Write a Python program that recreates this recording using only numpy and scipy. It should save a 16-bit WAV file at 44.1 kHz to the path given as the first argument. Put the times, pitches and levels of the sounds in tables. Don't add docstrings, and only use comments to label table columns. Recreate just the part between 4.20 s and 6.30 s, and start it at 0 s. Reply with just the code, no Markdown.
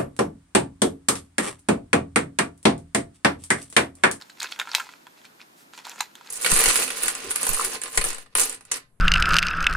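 import sys
import numpy as np
from scipy import signal
from scipy.fft import rfft, irfft, next_fast_len
from scipy.io import wavfile
from scipy.ndimage import uniform_filter1d, map_coordinates

SR = 44100
rng = np.random.default_rng(int(sys.argv[2]) if len(sys.argv) > 2 else 0)


def wrap_up_sound(samples):
    columns = np.atleast_2d(samples).T
    tamed = np.clip(columns, -1, 1)
    steps = np.round(tamed * 32767).astype(np.int16)
    wavfile.write(sys.argv[1], SR, steps)


def ratio(d):
    e = np.asarray(d, float) / 20
    return 10 ** e


N = 92610


def unit(x):
    return x / np.sqrt(np.mean(x ** 2) + 1e-20)


def along(points, hz, column=1):
    rows = np.array(points)
    return np.interp(np.log(hz + 1), np.log(rows[:, 0] + 1), rows[:, column])


def filtered(x, response):
    n = x.shape[-1]
    m = next_fast_len(2 * n)
    return irfft(rfft(x, m) * response(np.fft.rfftfreq(m, 1 / SR)), m)[..., :n]


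def noise(spectrum):
    return unit(filtered(rng.standard_normal(N), lambda hz: ratio(along(spectrum, hz))))


def bandpass(f, centre_hz, width_hz):
    damping = 1j * f * width_hz
    return damping / (centre_hz ** 2 - f ** 2 + damping)


def pieces(f):
    # (frequency [Hz], width [Hz], level [dB])
    low_modes = [(450, 200, -7.5), (620, 67, -11.5), (810, 170, -11.5), (976, 158, 10), (1375, 210, 9.5),
                 (1590, 220, 2.5)]
    middle_modes = [(2230, 350, -2.5), (2584, 330, 2.5), (3420, 900, -2), (4237, 1100, 0.5),
                    (5050, 270, -6)]
    high_modes = [(6930, 1020, 3.5), (8020, 640, -5), (9830, 1200, -8.5), (11200, 1200, -14),
                  (12800, 680, -21)]
    low_cut_hz, high_cut_hz = 390, 10500
    ring = [sum(ratio(db) * bandpass(f, hz, width) for hz, width, db in group)
            for group in (low_modes, middle_modes, high_modes)]
    s = 1j * f / low_cut_hz
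    bass_cut = (s * s / (s * s + s + 1)) ** 2
    treble_cut = 1 / (1 + 1j * f / high_cut_hz) ** 2
    return np.array(ring) * bass_cut * treble_cut


def spread():
    side_db = [-21.5, -14, -10.5]
    return ratio([[0, 0, 0], side_db])[..., None]


def clicks():
    # (time [s], level of low, middle and high modes [dB],
    #          frequency most excited among the low [Hz] and among the middle modes [Hz])
    click_rows = [(0.0128, -40.5, -39, -44, 1430, 5200), (0.0214, -43.5, -35.5, -47, 1500, 3540),
                  (0.0975, -43.5, -48, -49, 1600, 3280), (0.1005, -47, -42.5, -51, 1490, 4400),
                  (0.1728, -55, -54, -58, 1300, 3000), (0.2002, -41, -57, -36, 1490, 3940),
                  (0.2035, -48, -25, -35, 1620, 4230), (0.2156, -31, -35, -45, 1110, 3020),
                  (0.22, -43, -28, -33, 1220, 3850), (0.2297, -33, -36, -25, 1330, 3810),
                  (0.2436, -30.5, -38, -45, 1500, 2690), (0.2473, -43, -59, -43, 1490, 3900),
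                  (0.2568, -34.5, -35, -62, 1470, 2570), (0.265, -59, -39, -62, 1480, 2800),
                  (0.2712, -65, -36, -71, 1400, 3200), (0.2896, -54, -52, -65, 1620, 3530),
                  (0.3112, -61, -56, -48, 1410, 2560), (0.319, -42, -52, -38, 1130, 4600),
                  (0.3229, -37, -25.5, -51, 1600, 3720), (0.3611, -45.5, -43, -52, 1480, 2900),
                  (0.3909, -41, -31, -35, 1380, 2880), (0.398, -25, -20, -31, 1650, 3250),
                  (0.415, -21.5, -32.5, -40, 1670, 3150), (0.4337, -69, -48, -64, 1260, 3330),
                  (0.4536, -42, -48, -58, 1360, 2750), (0.4575, -58, -52, -54, 1060, 3590),
                  (0.463, -62, -59, -64, 1460, 3240), (0.4732, -32, -38.5, -55, 1300, 2430),
                  (0.4792, -40.5, -44, -61, 1630, 2400), (0.4917, -35, -39.5, -44, 1660, 4150),
                  (0.5158, -35.5, -28.5, -48, 1170, 4700), (0.5339, -38, -31.5, -45, 910, 2930),
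                  (0.5424, -26.5, -35, -44, 1510, 3420), (0.5494, -20.5, -11, -15.5, 1270, 3750),
                  (0.5823, -30, -35, -39, 1190, 3570), (0.5988, -26, -30.5, -39, 1500, 2500),
                  (0.6023, -24.5, -34, -38, 1400, 2300), (0.6282, -65, -56, -53, 1100, 2620),
                  (0.641, -44.5, -58, -54, 1240, 3360), (0.6684, -41.5, -52, -55, 1200, 2340),
                  (0.6904, -37.5, -43.5, -54, 1400, 2860), (0.7238, -56, -50, -54.5, 870, 3400),
                  (0.7368, -42, -44, -61, 1640, 2270), (0.8683, -41.5, -43.5, -53.5, 1140, 2800),
                  (0.8751, -46, -66, -68, 1050, 3400), (0.9755, -55, -54, -68, 1120, 3420),
                  (1.0158, -58, -52, -60, 1300, 2960), (1.046, -47.5, -57, -54, 1440, 2640),
                  (1.0516, -54, -45, -52, 1320, 2820), (1.1974, -49, -55, -61, 1600, 3270),
                  (1.2034, -52, -42.5, -73, 1370, 2390), (1.2142, -50.5, -42.5, -77, 1560, 3370),
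                  (1.5356, -41.5, -44.5, -46.5, 960, 3420), (1.5465, -58, -56, -59, 1380, 3500),
                  (1.5771, -44, -42.5, -42, 930, 4050), (1.5885, -42.5, -41, -46, 950, 2630),
                  (1.6483, -52, -56, -48, 1540, 3930), (1.652, -43.5, -37.5, -40.5, 970, 4430),
                  (1.6681, -34, -49, -40, 980, 3580), (1.6746, -39, -62, -52, 1010, 2640),
                  (1.6805, -64, -41, -55, 1360, 2500), (1.6953, -44, -56, -33.5, 1210, 4270),
                  (1.7159, -49, -37.5, -44, 1110, 2930), (1.7343, -48, -62, -52, 1050, 3520),
                  (1.7592, -46.5, -48, -45, 1020, 2620), (1.7895, -52, -42, -44, 1500, 2900),
                  (1.8055, -27, -22, -40.5, 950, 3880), (1.8077, -20.5, -23.5, -21, 1010, 3260),
                  (1.9536, -45.5, -40, -42, 1500, 3500), (2.0107, -42, -50, -54, 1140, 3930),
                  (2.061, -53, -49, -51, 1450, 2850), (2.0734, -63, -40.5, -53, 1290, 3910)]
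    rise_s, t60_s = 0.00053, [0.0027, 0.0088, 0.0096]
    strike = 2.9
    lead_s = .0004
    focus_widths = [1, 0.66]
    unfocused = 0.11

    rows, t = np.array(click_rows), np.arange(1024) / SR
    first_touch = np.arange(len(t)) == round(2 * rise_s * SR)
    touch = rng.standard_normal((len(rows), 2, 1, len(t)))
    touch = touch + np.reshape([strike, 0], (2, 1, 1)) * first_touch
    decay = ratio(-60 * t / np.array(t60_s)[:, None])
    chatter = touch * (1 - np.exp(-t / rise_s)) * decay

    def focus(f):
        centres = rows[:, 4:].T[..., None]
        bands = [unfocused + bandpass(f, hz, hz * width) ** 2 for hz, width in zip(centres, focus_widths)]
        return np.stack(bands + [np.ones((len(rows), len(f)))], axis=1)

    rings = filtered(chatter, lambda f: pieces(f) * focus(f)[:, None])
    peak_power = np.abs(uniform_filter1d(rings ** 2, size=88)).max(-1, keepdims=True)
    levels = ratio(rows[:, None, 1:4, None])
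    sound = (rings / np.sqrt(peak_power) * levels * spread()).sum(2)
    out = np.zeros((2, N + len(t)))
    for s, one in zip(rows[:, 0], sound):
        out[:, round((s - lead_s) * SR):][:, :len(t)] += one
    return out[:, :N]


def scrape():
    # (time [s], rattle of low modes [dB], middle over low modes [dB], treble hiss [dB])
    scrape_course = [(0, -54, 4, -63), (0.023, -52, -9, -60.5), (.05, -68.5, 3, -69), (.16, -73.5, 6, -71),
                     (0.194, -54, 2, -71), (.205, -56.5, 0, -62), (.225, -46, 11.5, -57),
                     (0.248, -39, -1.5, -68), (.275, -59.5, 8.5, -59), (.325, -47, 4, -53.5),
                     (0.354, -58.5, 10, -65), (.388, -49.5, -29, -64), (0.393, -35, -25, -45),
                     (0.426, -48.5, -2, -65), (.44, -59, -5, -62), (.48, -46, -7, -58),
                     (.505, -55, 5.5, -60), (0.542, -46, 0.5, -51), (.575, -45.5, 4.5, -53),
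                     (.61, -51.5, 7, -50), (.64, -51, -3, -56), (.68, -71, 18.5, -66.5),
                     (0.721, -60, 3.5, -62), (.79, -70.5, 2.5, -79), (.96, -71, 0, -77),
                     (.985, -68, 12, -71), (1.01, -85, 10, -72.5), (1.055, -67.5, 19.5, -69),
                     (1.09, -64, -9, -90), (1.185, -74, 0, -78), (1.215, -58, 8, -75), (1.26, -77, -8, -88),
                     (1.51, -97, 0, -79), (1.54, -50.5, 5, -69), (1.563, -70, 9, -57),
                     (1.588, -45.5, -0.5, -61.5), (1.636, -66, -2, -72), (1.652, -54.5, 13, -68),
                     (1.67, -45.5, -7.5, -62), (1.705, -49, 6, -63), (1.745, -53.5, -13, -53),
                     (1.802, -44, 2.5, -63), (1.83, -64, 17.5, -73), (1.9, -64.5, -1.5, -72),
                     (1.95, -82, 4, -78), (1.965, -59, -2, -78), (2.029, -64.5, 3.5, -73),
                     (2.071, -48, -7.5, -56), (2.1, -54, 2, -62)]
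    slips_per_s, slip_spread_db = 1800, 4
    clumps_per_s, clump_db = 150, 2.5
    hiss_grit = 0.25

    t, (s, *columns) = np.arange(N) / SR, np.transpose(scrape_course)
    low_db, middle_over_low_db, hiss_db = [np.interp(t, s, c) for c in columns]
    happens = rng.random((2, 1, N)) < slips_per_s / SR
    strength = ratio(slip_spread_db * rng.standard_normal((2, 1, N)))
    slips = happens * strength * np.sign(rng.standard_normal((2, 3, N)))
    slips[:, 2] = hiss_grit * unit(slips[:, 2]) + rng.standard_normal((2, N))
    knots = rng.standard_normal((3, 400))
    clump = map_coordinates(knots, np.meshgrid(range(3), t * clumps_per_s, indexing="ij"))
    groups = np.array([[unit(g) for g in side] for side in filtered(slips, pieces)])
    level_db = np.array([low_db, low_db + middle_over_low_db, hiss_db]) + clump_db * clump
    return (groups * ratio(level_db) * spread()).sum(1)


def brush():
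    # (time [s], level [dB])
    brush_swell = [(1.35, -75), (1.38, -58), (1.406, -56.5), (1.43, -59), (1.46, -78)]
    # (frequency [Hz], density [dB per Hz])
    skin_spectrum = [(600, -32), (1200, -6), (3500, -5), (8000, -4), (13000, -9), (16000, -11)]
    s, db = np.transpose(brush_swell)
    return ratio(np.interp(np.arange(N) / SR, s, db, -120, -120)) * noise(skin_spectrum)


def thumps():
    # (time [s], level [dB])
    push_rows = [(.40, -63), (.54, -72), (1.808, -57)]
    tone_hz, t60_s, rise_s = 44.7, 0.068, .006
    times, levels_db = np.array(push_rows).T[..., None]
    t = np.arange(N) / SR
    away = np.abs(t - times)
    shape = np.where(t > times, ratio(-60 * away / t60_s), np.exp(-away / rise_s))
    return (ratio(levels_db) * shape * np.cos(2 * np.pi * tone_hz * away)).sum(0)


def room(x):
    # (frequency [Hz], t60 [s], starting level [dB])
    room_decay = [(500, 0.15, -4), (1300, 0.095, -1), (3500, 0.11, -1), (9000, 0.11, -3), (15000, 0.2, 0)]
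    mid_db, side_db, delay_s = -5, -12.5, .002
    hop = SR // 20
    out = np.zeros((2, N + 2 * SR))
    x, fade = np.pad(x, (hop, 2 * hop)), np.hanning(2 * hop)
    for i in range(0, N + hop, hop):
        hz, t, z = signal.stft(rng.standard_normal((2, SR // 3)), SR, nperseg=128)
        decay_db = along(room_decay, hz, column=2)[:, None] - 60 * t / along(room_decay, hz)[:, None]
        tail = signal.istft(z * ratio(decay_db), SR, nperseg=128)[1]
        tail = tail / np.linalg.norm(tail[0])
        wet = signal.fftconvolve((x[i:i + 2 * hop] * fade)[None], tail, axes=1)
        out[:, i + round(delay_s * SR):][:, :wet.shape[1]] += wet
    return out[:, hop:hop + N] * ratio([[mid_db], [side_db]])


def air():
    # (frequency [Hz], density [dB per Hz])
    mid_spectrum = [(15, -45), (30, -20), (90, -19), (150, -6), (263, -0.5), (503, -9.5), (796, -9.5),
                    (2910, -18), (3620, -16.5), (9070, -21), (14000, -21), (16000, -34)]
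    side_spectrum = [(15, -40), (30, -17), (90, -19.5), (270, -8.5), (887, -2.5), (1330, -4.5),
                     (8140, -22.5), (11900, -23.5), (14800, -27), (16000, -51.5)]
    mid_db, side_db = -59, -57
    return np.array([ratio(mid_db) * noise(mid_spectrum), ratio(side_db) * noise(side_spectrum)])


def scene():
    pan_db = -1.1
    near = clicks() + scrape()
    near[0] += brush()
    mid, side = near + room(near[0]) + air()
    mid = mid + thumps()
    left = mid * ratio(pan_db / 2) + side
    right = mid * ratio(-pan_db / 2) - side
    return np.array([left, right])


def band_limit(x):
    return signal.sosfilt(signal.butter(12, 16650, fs=SR, output="sos"), x)


def record(dry):
    top_hz = 15500
    mix = filtered(dry, lambda hz: 1 / (1 + (hz / top_hz) ** 40))
    return band_limit(mix)


dry = scene()
out = record(dry)
wrap_up_sound(out)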